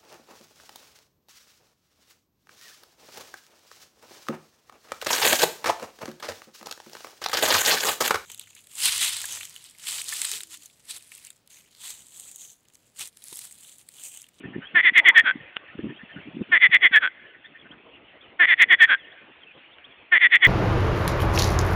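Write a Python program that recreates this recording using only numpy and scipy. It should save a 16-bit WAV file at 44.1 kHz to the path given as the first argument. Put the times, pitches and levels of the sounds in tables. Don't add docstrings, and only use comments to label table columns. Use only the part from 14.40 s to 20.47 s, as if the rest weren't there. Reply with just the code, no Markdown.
import sys
import numpy as np
from scipy import signal
from scipy.fft import rfft, irfft, next_fast_len
from scipy.io import wavfile
from scipy.ndimage import uniform_filter1d, map_coordinates

SR = 44100
rng = np.random.default_rng(int(sys.argv[2]) if len(sys.argv) > 2 else 0)


def transcribe(signal):
    frames = np.atleast_2d(signal).T
    limited = np.clip(frames, -1, 1)
    pcm = np.round(limited * 32767).astype(np.int16)
    wavfile.write(sys.argv[1], SR, pcm)


def volts(x):
    e = np.asarray(x, float) / 20
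    return 10 ** e


N = 267687


def along(points, hz):
    f, value = np.transpose(points)
    return np.interp(np.log(hz + 1), np.log(f + 1), value)


def modes(table, f):
    total = 0
    for k, (center, width, db) in enumerate(table):
        peak = volts(db) * SR / np.pi * center / 2
        total = total + (-1) ** k * peak / (center * center - f * f + 1j * f * width)
    return total


def add(track, s, sound):
    track[round((s + 1) * SR):][:len(sound)] += sound


def wobble(rate):
    knots = rng.standard_normal(int(N * rate / SR) + 4)
    return map_coordinates(knots, [np.arange(N) * rate / SR])


def filtered(x, response):
    m = next_fast_len(N + SR // 2)
    return irfft(rfft(x, m) * response(np.fft.rfftfreq(m, 1 / SR)), m)[..., :N]


def rush(spectrum, patchy_db):
    z = signal.stft(rng.standard_normal(N), nperseg=512)[2]
    patches = uniform_filter1d(rng.standard_normal(z.shape), 4, 0)
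    patches = uniform_filter1d(patches, 8, 1)
    x = signal.istft(z * volts(patchy_db * patches / patches.std()), nperseg=512)[1][:N]
    x = filtered(x, lambda hz: volts(along(spectrum, hz)))
    return x / x.std()


# (time [s], far chorus level [dB], breeze level [dB])
AIR_LEVELS = [(0, -54, -58), (1, -52, -58), (2.1, -53, -58), (2.7, -56, -60), (3.2, -57, -60),
              (3.6, -56, -57), (3.95, -56, -55), (4.6, -57, -60), (4.9, -56, -60), (5.2, -53.5, -59),
              (5.5, -55, -60), (6.07, -56, -61)]
# (frequency [Hz], level [dB per Hz])
CHORUS_COLOR = [(410, -25), (700, 3), (1140, 6), (1860, 9), (2660, 9), (3000, 5.5), (3400, -0.5),
                (3800, -7), (4500, -5), (5000, -120)]
# (frequency [Hz], level [dB per Hz])
BREEZE_COLOR = [(15, -61), (25, -19), (65, -2.5), (204, -5.5), (298, -1), (660, -2.5), (965, -7),
                (1300, -12.5), (1690, -28.5), (2860, -120)]


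def meadow():
    s, chorus_db, breeze_db = np.transpose(AIR_LEVELS)
    t = np.arange(N) / SR
    chorus_gain = volts(np.interp(t, s, chorus_db) - 1.3 + .8 * wobble(10))
    breeze_gain = volts(np.interp(t, s, breeze_db) + 4.5 + 2.5 * wobble(30))
    chorus = chorus_gain * rush(CHORUS_COLOR, patchy_db=3.1)
    return chorus + breeze_gain * rush(BREEZE_COLOR, patchy_db=-3.0)


# (time [s], peak level [dB], frequency [Hz])
WIND_BUMPS = [(0.05, -25.5, 136), (0.05, -19, 290), (0.157, -11, 290), (0.365, -25, 284), (0.439, -29, 333),
              (0.515, -26, 245), (0.57, -26.5, 328), (0.835, -26.5, 256), (0.952, -17.5, 254),
              (1.005, -31, 146), (1.348, -25.5, 202), (1.386, -13, 318), (1.438, -11, 278),
              (1.63, -26.5, 210), (1.759, -20, 213), (1.869, -25, 269), (1.5, -20.5, 262),
              (1.796, -27.5, 240), (1.964, -15.5, 272), (1.988, -21.5, 300), (2.004, -17.5, 280),
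              (2.012, -16, 300), (2.089, -29.5, 264), (2.288, -25.5, 166.5), (2.444, -24, 362),
              (2.508, -27, 237), (3.302, -31, 268), (3.367, -37, 196)]
# (peak time [s], peak level [dB], rise [s], fall [s])
WIND_GUSTS = [(.056, -29.5, 0.086, 0.18), (.168, -22, 0.018, 0.046), (.35, -34.5, 0.032, .05),
              (.956, -45, 0.085, 0.12), (1.394, -30, 0.059, 0.065), (1.44, -24, 0.025, 0.13),
              (1.644, -67, 0.15, .03), (1.77, -33.5, 0.035, 0.062), (1.874, -39, 0.033, 0.16),
              (2.02, -27.5, 0.13, 0.022), (2.092, -38.5, 0.031, 0.059), (3.128, -52.5, 0.075, 0.12),
              (3.318, -47, 0.19, 0.036)]
# (frequency [Hz], level [dB per Hz])
FLUTTER_COLOR = [(24, -60.5), (40, -27.5), (140, -2), (301, -2.5), (412, -13.5), (563, -26.5), (800, -49.5),
                 (1040, -63.5), (1760, -120)]


def wind():
    track = np.zeros(N + 2 * SR)
    t = np.arange(-600, 900) / SR
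    for (s, db, hz), turn in zip(WIND_BUMPS, rng.random(len(WIND_BUMPS))):
        push = np.exp(-(t * hz / 0.8) ** 2)
        bump = push * np.cos(2 * np.pi * (hz * t + turn))
        add(track, s + t[0] + 0.007, volts(db - 5.5) * bump)
    now = np.arange(N) / SR
    force = 0
    for s, db, rise, fall in WIND_GUSTS:
        away = np.maximum((s - now) / rise, (now - s) / fall)
        force = force + volts(db - 30 * away)
    lumps = volts(4.5 * wobble(70) - 2)
    return track[SR:][:N] + force * lumps * rush(FLUTTER_COLOR, patchy_db=-0.5)


# (time [s], level [dB])
FINGER_TICKS = [
    (1.1632, -28),
    (1.166, -34),
    (1.1675, -15),
    (1.1719, -29.5),
    (1.388, -37),
    (1.799, -45),
    (5.189, -50),
    (5.385, -37),
]
# (frequency [Hz], width [Hz], level [dB])
CASE_MODES = [(605, 1040, -1), (1480, 360, 0), (2950, 300, -3)]


def handling():
    blows = np.zeros(N)
    for s, db in FINGER_TICKS:
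        blows[round(s * SR)] = volts(db)
    return filtered(blows, lambda f: modes(CASE_MODES, f))


# (time [s], length [s], start pitch [Hz], end pitch [Hz], level [dB])
BIRD_CHIRPS = [(0.213, 0.03, 2950, 2985, -47.5), (0.24, 0.039, 2970, 3340, -42.5),
               (1.19, 0.061, 1100, 1190, -45.5), (1.302, .05, 1270, 1425, -47),
               (1.556, 0.033, 3050, 3360, -54), (1.717, 0.045, 3260, 2880, -48.5),
               (1.794, 0.015, 2950, 2550, -44), (2.023, .025, 2740, 2280, -45.5),
               (3.043, 0.03, 3200, 3740, -51), (3.185, 0.04, 3480, 3280, -53.5),
               (3.309, 0.021, 2930, 3630, -50), (3.536, 0.029, 2420, 3460, -50.5),
               (3.806, 0.022, 3210, 3755, -49), (3.822, 0.04, 3300, 2800, -52.5),
               (4.579, 0.094, 3600, 2620, -51.5), (4.714, 0.017, 2900, 3880, -46.5),
               (5.008, 0.05, 3510, 2900, -51), (5.061, 0.06, 2740, 2410, -48.5),
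               (5.511, 0.024, 3490, 3150, -56), (5.562, 0.059, 2700, 2300, -60),
               (5.309, 0.04, 2980, 3700, -52.5), (5.433, 0.026, 2710, 3670, -50)]


def birds():
    track = np.zeros(N + 2 * SR)
    for s, length, from_hz, to_hz, db in BIRD_CHIRPS:
        u = np.linspace(0, 1, round(length * SR))
        pitch = from_hz + (to_hz - from_hz) * u
        tone = np.sin(2 * np.pi * np.cumsum(pitch) / SR)
        add(track, s, volts(db) * np.sin(np.pi * u) ** .5 * tone)
    return track[SR:][:N] * (.58 + .42 * wobble(250))


# (sac width [Hz], sac drift [Hz per ms], swell [dB per ms],
# last pulse level [dB], whistle level [dB], body level [dB])
NOTE_SHAPES = [(144, 5, 5, 0.5, -34.5, -1.5), (124, -1, 0.76, -0.5, -27.5, 1.5),
               (145.5, 1, 0.94, -1.5, -26, 2.76), (123, -0.5, 1.07, -5, -21.5, -2.5),
               (80, 1.35, 1.28, -6.5, -21, 2), (85.5, 0.6, 0.73, -0.5, -21.5, 1)]
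# (frequency [Hz], width [Hz], level [dB])
BODY_MODES = [(1100, 3400, -23), (2303, 1034, -1), (2800, 324, -14)]


def note(track, place, s, sac_hz, steady, last, slowing, db, full, jitter):
    width, drift, swell, last_db, whistle_db, body_db = NOTE_SHAPES[place]
    k = np.arange(32)
    chance = jitter * rng.standard_normal((32, 3))

    early = 1 / (1 + np.exp((full + 9 - k * steady) / 4))
    curve = .56 if place > 4.5 else 1
    stretch = (last - steady + .05) * slowing ** (k ** curve)
    gaps = steady - .05 + stretch - .015 * k - .4 * early
    back = np.cumsum(gaps) - gaps + (.018 + .12 * early) * chance[:, 0]

    rise = 3 * np.logaddexp(0, (back - full) / 3)
    swell_db = -swell * rise - 0.0025 * rise ** 2
    scatter_db = (.7 + 2 * early) * chance[:, 1]
    sizes = volts(db + swell_db + last_db * 0.17 ** k + scatter_db)

    size, lead = 8192, .12
    f = np.fft.rfftfreq(size, 1 / SR)
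    sac = (sac_hz - drift * back + 15 * chance[:, 2])[:, None]
    whistle = (3440 - 5.5 * place ** 2, 85, whistle_db + 0.0073 * back[:, None])
    body = [(hz, w, level + body_db) for hz, w, level in BODY_MODES]
    throat = modes([body[0], (sac, width, -1.5), *body[1:], whistle], f)
    delays = np.exp(-2j * np.pi * np.outer(lead - back / 1000, f))
    add(track, s - lead, irfft(sizes @ (throat * delays), size))


# (last pulse time [s], level [dB], sac pitch [Hz], full-
# strength time [ms])
FAR_NOTES = [(.063, -37, 1850, 26), (.162, -38, 1850, 28), (.252, -37, 1640, 34), (1.305, -42, 1880, 20),
             (1.41, -42, 1850, 22), (1.515, -40, 1850, 24), (1.62, -38, 1850, 26), (1.72, -39, 1800, 26),
             (1.79, -38, 1600, 28), (2.87, -43, 1850, 24), (2.965, -41, 1950, 22), (3.072, -40, 1930, 28),
             (3.178, -41, 1900, 30), (3.275, -43, 1600, 24), (3.345, -44, 1570, 26), (.648, -33, 850, 45),
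             (.748, -31, 1080, 35)]


def far_frog():
    track = np.zeros(N + 2 * SR)
    for s, db, hz, full in FAR_NOTES:
        note(track, 0, s - .004, hz, 3.3, 5.5, .6, db + 4, full, jitter=1.5)
    return filtered(track[SR:][:N], lambda f: 1 / (1 + (f / 2500) ** 6))


# (last pulse time [s], level [dB], full-strength time [ms], sac pitch [Hz])
NEAR_CALLS = [
    [(.4099, -5.5, 59.6, 1978), (.4957, -4.5, 42, 1928), (.5991, -0.5, 34, 2007), (.7068, -1, 41, 1988),
     (.8082, -4, 45.7, 1838), (.9111, -9, 43.6, 1543)],
    [(2.1772, -5, 58, 1980), (2.2674, -3, 38, 1977), (2.3673, -1.5, 31.7, 1982), (2.4744, -2.5, 38.4, 1983),
     (2.5828, -4.5, 44.8, 1736), (2.6755, -10.5, 40, 1515)],
    [(4.0548, -4.5, 58.5, 1964), (4.1389, -5, 47, 1890), (4.2396, -0.5, 32.3, 1961),
     (4.3472, -1.5, 34.5, 1920), (4.4548, -4, 46.2, 1826), (4.548, -6.5, 43, 1580)],
    [(5.7792, -4.5, 59.2, 2013), (5.8679, -4, 44, 1922), (5.967, -1.5, 34.4, 1955),
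     (6.0705, -1.5, 36.2, 1970)],
]
STEADY_GAPS = [3.05, 3.07, 2.95, 2.91, 2.91, 3.15]
LAST_GAPS = [6.1, 5.8, 5.5, 5.7, 6.4]
CLOSING_GAPS = [11.2, 13, 8.1, 10]


def near_frog():
    track = np.zeros(N + 2 * SR)
    for call, closing in zip(NEAR_CALLS, CLOSING_GAPS):
        for place, ((s, db, full, sac_hz), last) in enumerate(zip(call, [*LAST_GAPS, closing])):
            slowing = .55 - .028 * max(last - 6.4, 0)
            note(track, place, s - .0007, sac_hz, STEADY_GAPS[place], last, slowing, db, full, jitter=0.87)
    return track[SR:][:N]


# (time [s], level [dB])
ECHO_LEVELS = [
    (0, -9.5),
    (0.029, -37),
    (0.088, -74),
    (.15, -58),
    (.24, -42),
    (.33, -49),
    (0.452, -59),
]


def echo(x):
    s, db = np.transpose(ECHO_LEVELS)
    t = np.arange(SR // 2) / SR
    strength = volts(np.interp(t, s, db, right=-120) - 28.5)
    tail = rng.standard_normal(len(t)) * strength
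    return filtered(signal.fftconvolve(x, tail)[:N], lambda f: 1 / (1 + (f / 3800) ** 4))


def scene():
    background = meadow() + wind() + handling()
    calls = birds() + far_frog()
    far = calls + volts(12) * echo(calls)
    frog = near_frog()
    return (background + far + frog + echo(frog))[None]


def low_pass(x):
    return signal.sosfilt(signal.butter(12, 15900, fs=SR, output="sos"), x)


# (frequency [Hz], level [dB])
PHONE_TONE = [(30, -11.5), (300, -3), (1000, -4), (3500, 6), (3900, -5), (4350, -13), (4650, -34.5),
              (4900, -120)]


def record(dry):
    x = dry / (1 + np.abs(dry / .8) ** 4) ** (1 / 4)
    x = x + 0.032 * filtered(x ** 2, lambda f: f > 20)
    shake = filtered(rng.standard_normal(dry.shape), lambda f: 1 / (1 + (f / 900) ** 4))
    rough = x * (1 + .09 * shake / shake.std())
    x = filtered(rough, lambda f: volts(along(PHONE_TONE, f)))
    return low_pass(np.clip(x, -.72, .72))


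dry = scene()
out = record(dry)
transcribe(out)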